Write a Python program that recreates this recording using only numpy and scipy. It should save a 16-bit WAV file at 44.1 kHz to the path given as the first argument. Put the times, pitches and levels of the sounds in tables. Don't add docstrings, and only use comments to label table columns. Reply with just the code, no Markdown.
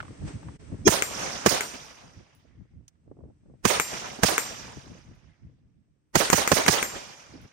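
import sys
import numpy as np
from scipy import signal
from scipy.fft import rfft, irfft, next_fast_len
from scipy.io import wavfile
from scipy.ndimage import uniform_filter1d, map_coordinates

SR = 44100
rng = np.random.default_rng(int(sys.argv[2]) if len(sys.argv) > 2 else 0)


def gain_from_decibels(decibels):
    exponent = np.asarray(decibels, float) / 20
    return 10 ** exponent


def persist_wave(psi):
    counts = np.round(np.clip(psi, -1, 1) * 32767).astype(np.int16)
    wavfile.write(sys.argv[1], SR, np.atleast_2d(counts).T)


N = 331632
PORT_LAG = .0002

# frequency in Hz, left-right correlation.
PORT_LIKENESS = [(100, .5), (300, .45), (700, -.1), (2000, -.2), (6500, .1), (7600, .85), (15000, .9)]
# time in seconds, level in dB.
BREEZE = [(0, -48), (.85, -46.5), (1.9, -61), (3.0, -65), (3.6, -59.5), (4.7, -56), (5.3, -63), (6.1, -71),
          (7.52, -70)]
# middle in seconds, half length in seconds, level in dB,
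# scuffing edge in dB relative to the thump.
GUSTS = [(0.107, .02, -40, -21), (0.245, .035, -30.5, -15.5), (.355, .015, -37, -32),
         (0.484, .04, -38, -16), (.735, .03, -35.5, -11.5), (0.819, 0.027, -39, -21),
         (2.068, 0.033, -50, -15), (2.19, 0.036, -48.5, -12), (2.479, 0.049, -54, -15.5),
         (2.604, 0.034, -48, -18), (2.785, .06, -50, -19), (3.094, 0.041, -54, -4.5),
         (3.238, .07, -49.5, -7), (3.5, .045, -56, -5), (4.778, .015, -42, -23), (4.65, .05, -46.5, -9),
         (4.924, .07, -50.5, -3.5), (5.13, .05, -50, -9), (5.262, .03, -55, -8), (5.47, 0.071, -51, -17),
         (5.662, 0.05, -56.5, -18.5), (5.8, .03, -56, -27), (5.902, 0.031, -61, -23),
         (7.368, 0.055, -47, -1.5), (7.449, .02, -49, -4)]
# frequency in Hz, relative level in dB per Hz.
BUFFET_TONE = [(15, -36.5), (25, -12.5), (69, -0.5), (147, -0.5), (325, -16), (395, -30.5), (461, -41.5),
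               (700, -40), (910, -74.5), (1540, -120)]
# frequency in Hz, relative level in dB per Hz.
EDDY_TONE = [(100, -22), (250, 5), (600, -7.5), (1200, -27), (2000, -42.5), (4000, -91)]
# time in seconds, level in dB.
LEAVES = [(0, -51.5), (.86, -55), (2.5, -82), (3.6, -73.5), (5.5, -83), (7.52, -74.5)]
# frequency in Hz, relative level in dB per Hz.
LEAF_TONE = [(180, -35), (300, -6.5), (336, -13.5), (800, -26), (2130, -29), (4120, -37), (6170, -33.5),
             (7010, -39), (7850, -25.5), (9670, -51.5), (10500, -61.5), (11500, -54.5), (14000, -76)]
# time in seconds, relative level in dB, left minus right in dB.
POPS = [(0.721, -37.5, -0.5), (3.078, -53, -0.5), (3.114, -43.5, -2.5), (3.169, -47, -5), (3.189, -48, -9),
        (3.206, -47.5, -0.5), (3.238, -45, -8), (3.254, -49.5, -2.5), (3.301, -50.5, -3),
        (3.459, -52, -1.5), (3.497, -48.5, 2), (3.538, -53, -3), (4.189, -33.5, -2.5), (4.771, -40, -9),
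        (5.468, -65, -5)]
# start in seconds, relative level in dB, centre in Hz,
# left minus right in dB.
CLICKS = [(0.003, -30, 1430, -0.5), (0.028, -39, 1100, 4), (0.05, -42, 1170, -18), (0.081, -44, 1130, -5),
          (0.283, -48, 1620, -5.5), (0.43, -47, 860, 0.5), (0.485, -42.5, 984, -0.5), (2.88, -46, 6460, -5),
          (2.954, -69, 1190, -2)]
# start in seconds, relative level in dB, left minus right in dB.
CASES = [(1.8492, -57, -4.5), (2.35, -63, 2), (5.1505, -75, 1), (7.0594, -72, 8), (7.2175, -83, 9),
         (7.4155, -64, 0)]
# frequency in Hz, relative level in dB, 60 dB decay in seconds.
BRASS_MODES = [(8800, -27, 0.088), (10980, 1, 0.16), (14850, -11, 0.24)]
# frequency in Hz, end in seconds, swell in seconds,
# left level in dB, right level in dB.
SWELLING_TONES = [(365, .8742, .005, 2, -7), (300, .865, .005, -9, -17), (6500, .8735, .0025, -40, -3),
                  (6300, .869, .008, -45, -13), (5500, .868, .008, -45, -17), (3300, .872, .01, -45, -25),
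                  (2400, .872, .01, -40, -27)]
# start in seconds, blast level in dB, plate level in dB, far echo level in dB,
# far echo swell in seconds.
SHOTS = [(0.8761, 2.5, -15, -19.5, 0.2), (1.4615, 1.5, -19.5, -36, 0.054),
         (3.652, -0.5, -13.5, -26.5, 0.11), (4.2335, 2, -13.5, -32.5, 0.035), (6.1545, 2, -13, -37, 0.11),
         (6.3296, 1.5, -13, -29, 0.13), (6.5171, 2, -17.5, -30.5, 0.18), (6.6810, 3, -16, -36, 0.073)]
# frequency in Hz, relative level in dB per Hz.
BUSH_TONE = [(150, -15), (800, -12), (2500, -7.5), (4000, -8.5), (6400, -2), (7200, -7), (9300, -10),
             (11500, -15), (16500, -18.5)]
# frequency in Hz, left minus right in dB.
BUSH_PAN = [(150, -17), (700, -10), (2500, -15.5), (5000, -24), (6900, -22), (7600, -2), (12000, -1)]
# frequency in Hz, relative level in dB per Hz.
TRUNK_TONE = [(100, -19.5), (250, -11.5), (500, -0.5), (1200, -8), (2500, -13), (4200, -15), (6500, -15),
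              (7500, -26), (12000, -20.5), (16500, -48)]
# frequency in Hz, left minus right in dB.
TRUNK_PAN = [(150, -10.5), (700, -10.5), (2000, -14), (5000, -21), (6900, -24), (7600, -2), (12000, -2.5)]
# frequency in Hz, relative level in dB per Hz.
SIDE_TONE = [(100, -17.5), (600, -3), (2000, -8), (4000, -11), (6500, -11.5), (9000, -15.5), (11500, -24),
             (16500, -39.5)]
# frequency in Hz, left minus right in dB.
SIDE_PAN = [(200, 2), (1000, -1.5), (3000, -0.5), (6000, -4), (10000, 1.5)]
# frequency in Hz, relative level in dB per Hz.
WOOD_TONE = [(35, -30), (60, -2), (240, -7.5), (350, -12), (586, -5.5), (4320, -15), (5870, -6),
             (9610, -25), (10300, -39), (12200, -18), (15400, -48.5), (16500, -62.5)]
# frequency in Hz, left minus right in dB.
WOOD_PAN = [(100, 0.5), (700, -2), (2500, -1.5), (4500, -5.5), (6800, -13), (7600, 0), (12000, -0.5)]
# frequency in Hz, 60 dB decay in seconds.
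WOOD_DECAY = [(200, 1.59), (1000, 1.61), (3000, 1.63), (7000, 1.33), (10000, 1.24), (15000, 0.77)]
# frequency in Hz, relative level in dB per Hz.
BANK_TONE = [(100, -10), (220, 0.5), (500, -1.5), (1500, -13), (3500, -12), (7000, -18), (12000, -35.5)]
# frequency in Hz, relative level in dB per Hz.
HILL_TONE = [(300, -20), (1400, 14), (2100, 28), (2800, 2), (3400, -31), (6000, -30), (10000, -60)]
# frequency in Hz, relative level in dB per Hz.
STRIKE_TONE = [(88, -40.5), (150, -17), (2130, -7), (3770, -28.5), (7080, -7.5), (9330, -18), (10500, -39),
               (11600, -16.5), (13000, -13), (16500, -36.5)]
# frequency in Hz, relative level in dB, 60 dB decay in seconds.
PLATE_MODES = [(2400, -15, 1.3), (4790, -14.5, 1.3), (5733, -5.5, 1.0), (6650, -17, 1.3), (7375, 0, .55),
               (8290, -5, .5), (8830, -6, .5), (9335, -3, .42), (11300, -10, .3), (11840, -8, .4),
               (12400, -11, .4), (13130, -3, .22), (13330, -3, .24), (15180, -8, .25)]
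# nominal delay in seconds,
# pulse length in seconds, nominal left level in dB, nominal right level in dB.
ARRIVALS = [(0, 0.00015, -9.5, 4.5), (.0019, 0.00025, -17, 2), (.0041, 0.0001, -13.5, -1.5),
            (.0062, 0.0002, -14, -7), (.0085, .0003, -11.5, -5), (0.013, 0.0007, -11, -9),
            (0.015, 0.0022, -13.5, -11)]
# frequency in Hz, relative level in dB per Hz.
GAS_TONE = [(35, -28.5), (60, -12), (264, -3.5), (1810, -10), (3670, -21), (6300, -12.5), (9170, -24.5),
            (10300, -25.5), (15400, -30), (16500, -42)]
# frequency in Hz, left minus right in dB.
GAS_PAN = [(100, -4.5), (600, -5), (2500, -12), (5000, -19), (6900, -19), (7600, -3), (12000, 1.5)]
# frequency in Hz, gain in dB.
OVERALL_TONE = [(20, -14), (45, 0), (9600, 0), (10000, -22), (10800, -22), (11100, 0), (13300, 0),
                (13600, -16), (14200, -16), (14500, 0), (15800, 0), (16100, -24), (17000, -40)]


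def unit(x):
    return x / np.sqrt(np.mean(x ** 2) + 1e-20)


def along(points, hz):
    f, v = np.transpose(points)
    return np.interp(np.log(hz + 1), np.log(f + 1), v)


def sides(pan_db):
    return np.array([gain_from_decibels(np.minimum(pan_db, 0)), gain_from_decibels(-np.maximum(pan_db, 0))])


def add(out, s, sound):
    spot = out[:, round(s * SR):][:, :sound.shape[1]]
    spot += sound[:, :spot.shape[1]]


def noise(length):
    return rng.standard_normal((2, length))


def paired(z, hz):
    turn = np.arccos(np.clip(along(PORT_LIKENESS, hz), -1, 1)) / 2
    mid = np.cos(turn) * z[0]
    side = np.sin(turn) * z[1]
    lag = np.exp(-2j * np.pi * hz * PORT_LAG)
    return np.array([mid + side, (mid - side) * lag])


def coloured(x, tone, pan=((1, 0),)):
    m = next_fast_len(x.shape[1] + 2048)
    hz = np.fft.rfftfreq(m, 1 / SR)
    gains = gain_from_decibels(along(tone, hz)) * sides(along(pan, hz))
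    y = irfft(paired(rfft(x, m), hz) * gains, m)[:, :x.shape[1]]
    return y / np.max(np.std(y, axis=1))


def ring(modes, t, spread_db, rough=0.):
    total = np.zeros((2, len(t)))
    for hz, db, t60 in modes:
        strength_db = db + rng.normal(0, spread_db, (2, 1))
        phase = rough * np.cumsum(rng.standard_normal(len(t)))
        total += gain_from_decibels(strength_db - 60 * t / t60) * np.sin(2 * np.pi * hz * t + phase)
    return total


def drift(t, rate):
    return map_coordinates(rng.standard_normal(int(N * rate / SR) + 4), [t * rate])


def wind(t):
    lump_db, scuff_lump_db = 4, 5.5
    breeze_edge_db = -15
    lean_db, wander_db = -2, 3.5
    lumps = np.array([drift(t, 16.0) for _ in range(2)])
    thump = unit(gain_from_decibels(lump_db * lumps) * coloured(noise(N), BUFFET_TONE))
    scuff = unit(gain_from_decibels(scuff_lump_db * drift(t, 110.0)) * coloured(noise(N), EDDY_TONE))
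    breeze = gain_from_decibels(np.interp(t, *np.transpose(BREEZE)))
    strength = breeze.copy()
    edge = gain_from_decibels(breeze_edge_db) * breeze
    for middle, half, db, edge_db in GUSTS:
        puff = gain_from_decibels(db) * np.exp(-((t - middle) / half) ** 2)
        strength += puff
        edge += gain_from_decibels(edge_db) * puff
    return (strength * thump + edge * scuff) * sides(lean_db + wander_db * drift(t, 12.0))


def leaves(t):
    stir_s, swell, fade, stir_db = .28, .015, .04, -43
    stir = gain_from_decibels(stir_db) * np.exp(-np.maximum((stir_s - t) / swell, (t - stir_s) / fade))
    level = gain_from_decibels(np.interp(t, *np.transpose(LEAVES))) + stir
    return level * coloured(noise(N), LEAF_TONE)


def air():
    dip_s, half, dip_db = .582, .011, -24
    t = np.arange(N) / SR
    return (wind(t) + leaves(t)) * gain_from_decibels(dip_db * np.exp(-((t - dip_s) / half) ** 2))


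def eddy_pops():
    out, t = np.zeros((2, N)), np.arange(SR // 3) / SR
    envelope = gain_from_decibels(-60 * t / 0.042) * (1 - np.exp(-t / 0.00084))
    for s, db, pan_db in POPS:
        eddy = coloured(noise(len(t)), EDDY_TONE) * envelope
        add(out, s - .001, gain_from_decibels(db + 6.5) * eddy * sides(pan_db)[:, None])
    return out


def clicks():
    out, t = np.zeros((2, N)), np.arange(SR // 3) / SR
    for s, db, hz, pan_db in CLICKS:
        tone = [(hz / 4, -18), (hz / 1.3, -8), (hz, 0), (hz * 1.32, -10), (hz * 4, -32), (hz * 9, -70)]
        click = coloured(noise(len(t)), tone)
        add(out, s, gain_from_decibels(db + 3.0 - 60 * t / 0.032) * click * sides(pan_db)[:, None])
    return out


def brass_cases():
    out, t = np.zeros((2, N)), np.arange(SR // 3) / SR
    for s, db, pan_db in CASES:
        tinkle = ring(BRASS_MODES, t, spread_db=0)
        tick = 2.5 * gain_from_decibels(-60 * t / .008) * noise(len(t))
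        add(out, s, gain_from_decibels(db + 1) * (tinkle + tick) * sides(pan_db)[:, None])
    return out


def swelling_tones():
    out, t = np.zeros((2, N)), np.arange(N // 4) / SR
    for hz, end, swell, left_db, right_db in SWELLING_TONES:
        before = np.maximum(end - t, 0)
        grow = np.exp(-before / swell - (before / .017) ** 6)
        stop = 1 / (1 + np.exp(np.clip((t - end) / .0008, -30, 30)))
        add(out, 0, gain_from_decibels([[left_db], [right_db]]) * grow * stop * np.sin(2 * np.pi * hz * (t - end)))
    return out


def echoes():
    hop = 64
    hz, t, z = signal.stft(noise(N), SR, nperseg=4 * hop, noverlap=3 * hop)
    z = paired(z, hz[:, None])
    power = np.zeros(z.shape)

    def add_echo(start, swell, t60, db, tone, pan):
        age = np.maximum(t - start, 0)
        shape = unit(gain_from_decibels(along(tone, hz))) * sides(along(pan, hz))
        envelope = gain_from_decibels(db - 60 * age / t60) * (1 - np.exp(-(age / swell) ** 2))
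        power[:] += (shape[..., None] * envelope) ** 2

    def field(high, long):
        rows = uniform_filter1d(rng.standard_normal(z.shape[1:]), size=high, axis=0)
        return unit(uniform_filter1d(rows, size=long, axis=1))

    wood_t60 = along(WOOD_DECAY, hz)[:, None]
    for s, _, _, far_db, far_swell in SHOTS:
        add_echo(s + .006, swell=.028, t60=.2, db=-8, tone=BUSH_TONE, pan=BUSH_PAN)
        add_echo(s + .042, swell=.009, t60=.19, db=-13.5, tone=TRUNK_TONE, pan=TRUNK_PAN)
        add_echo(s + .062, swell=.02, t60=.42, db=-21, tone=SIDE_TONE, pan=SIDE_PAN)
        add_echo(s + .14, far_swell, wood_t60, far_db, WOOD_TONE, WOOD_PAN)
        add_echo(s + .272, swell=.008, t60=.12, db=-31, tone=BANK_TONE, pan=WOOD_PAN)
        add_echo(s + .93, swell=.14, t60=.9, db=-62, tone=HILL_TONE, pan=WOOD_PAN)
    patches_db = 2.0 * field(5, 6) + 1.3 * field(14, 30)
    patchy = z * np.sqrt(power) * gain_from_decibels(patches_db)
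    return signal.istft(patchy, SR, nperseg=4 * hop, noverlap=3 * hop)[1][:, :N]


def plate():
    plate_delay = .1467
    knock_modes = [(2100, 11, .006), (1500, 8, .006), (450, -3, .015)]  # Hz, dB, 60 dB decay in s
    out, t = np.zeros((2, N)), np.arange(2 * SR) / SR
    for s, _, db, *_ in SHOTS:
        knock = ring(knock_modes, t, spread_db=1) * (1 - np.exp(-t / .0002))
        knock[0] = np.roll(knock[0], round(PORT_LAG * SR / 2))
        decay = gain_from_decibels(2.5 - 60 * t / 0.0065) + gain_from_decibels(-9.5 - 60 * t / 0.17)
        splash = decay * coloured(noise(len(t)), STRIKE_TONE)
        hum = gain_from_decibels(-23) * (1 - np.exp(-t / .01)) * ring(PLATE_MODES, t, spread_db=3, rough=.009)
        add(out, s + plate_delay, gain_from_decibels(db) * (sides(3)[:, None] * (knock + splash) + hum))
    return out


def shock_fronts(t):
    shot = np.zeros((2, len(t)))
    lucks = rng.normal(0, 1, (len(ARRIVALS), 3))
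    for (delay, length, left_db, right_db), luck in zip(ARRIVALS, lucks):
        round_body = .00032 + .0002 * luck[2]
        late = delay + .0002 * luck[0] * (delay > 0) + np.array([[round_body], [0]])
        u = np.maximum(t - late, 0) / length
        pulse = (1 - u) * np.exp(-u) * (1 - np.exp(-4 * u))
        shot -= gain_from_decibels([[left_db], [right_db]]) * gain_from_decibels(1.6 * luck[1]) * pulse
    return shot


def gas_burst(t):
    shut_off = 1 / (1 + (t / 0.02) ** 6)
    burst = (1 - np.exp(-t / 0.00027)) * gain_from_decibels(-60 * t / 0.069) * shut_off
    return gain_from_decibels(-8) * burst * coloured(noise(len(t)), GAS_TONE, GAS_PAN)


def after_swing(t):
    first_hz, last_hz, fall, length, boom_db = 480, 75, .0105, .018, -16.5
    turns = np.cumsum(last_hz + (first_hz - last_hz) * np.exp(-t / fall)) / SR
    turns = turns + np.array([[.15], [0]])
    envelope = t / length * np.exp(1 - t / length - (t / length) ** 2)
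    return gain_from_decibels(boom_db) * np.sin(2 * np.pi * turns) * envelope * sides(-3.5)[:, None]


def blasts():
    lead_db, lead_swell = -21, .0045
    lead = SR // 40
    out, t = np.zeros((2, N)), np.arange(SR // 8) / SR
    swell = np.exp(-t[:lead][::-1] / lead_swell)
    for s, db, *_ in SHOTS:
        add(out, s, gain_from_decibels(db) * (shock_fronts(t) + gas_burst(t) + after_swing(t)))
        hiss = coloured(noise(lead), GAS_TONE, GAS_PAN) * swell
        add(out, s - lead / SR, gain_from_decibels(db + lead_db) * hiss)
    return out


def scene():
    gunfire = blasts() + echoes() + plate()
    small_hits = clicks() + brass_cases() + eddy_pops()
    return gunfire + small_hits + swelling_tones() + air()


def top_cut(x):
    return signal.sosfilt(signal.butter(12, 16960, fs=SR, output="sos"), x)


def record(dry):
    m = next_fast_len(N + 2048)
    rounded = dry / (1 + np.abs(dry / .95) ** 6) ** (1 / 6)
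    response = gain_from_decibels(along(OVERALL_TONE, np.fft.rfftfreq(m, 1 / SR)))
    thinned = irfft(rfft(rounded, m) * response, m)[:, :N]
    return top_cut(thinned)


dry = scene()
out = record(dry)
persist_wave(out)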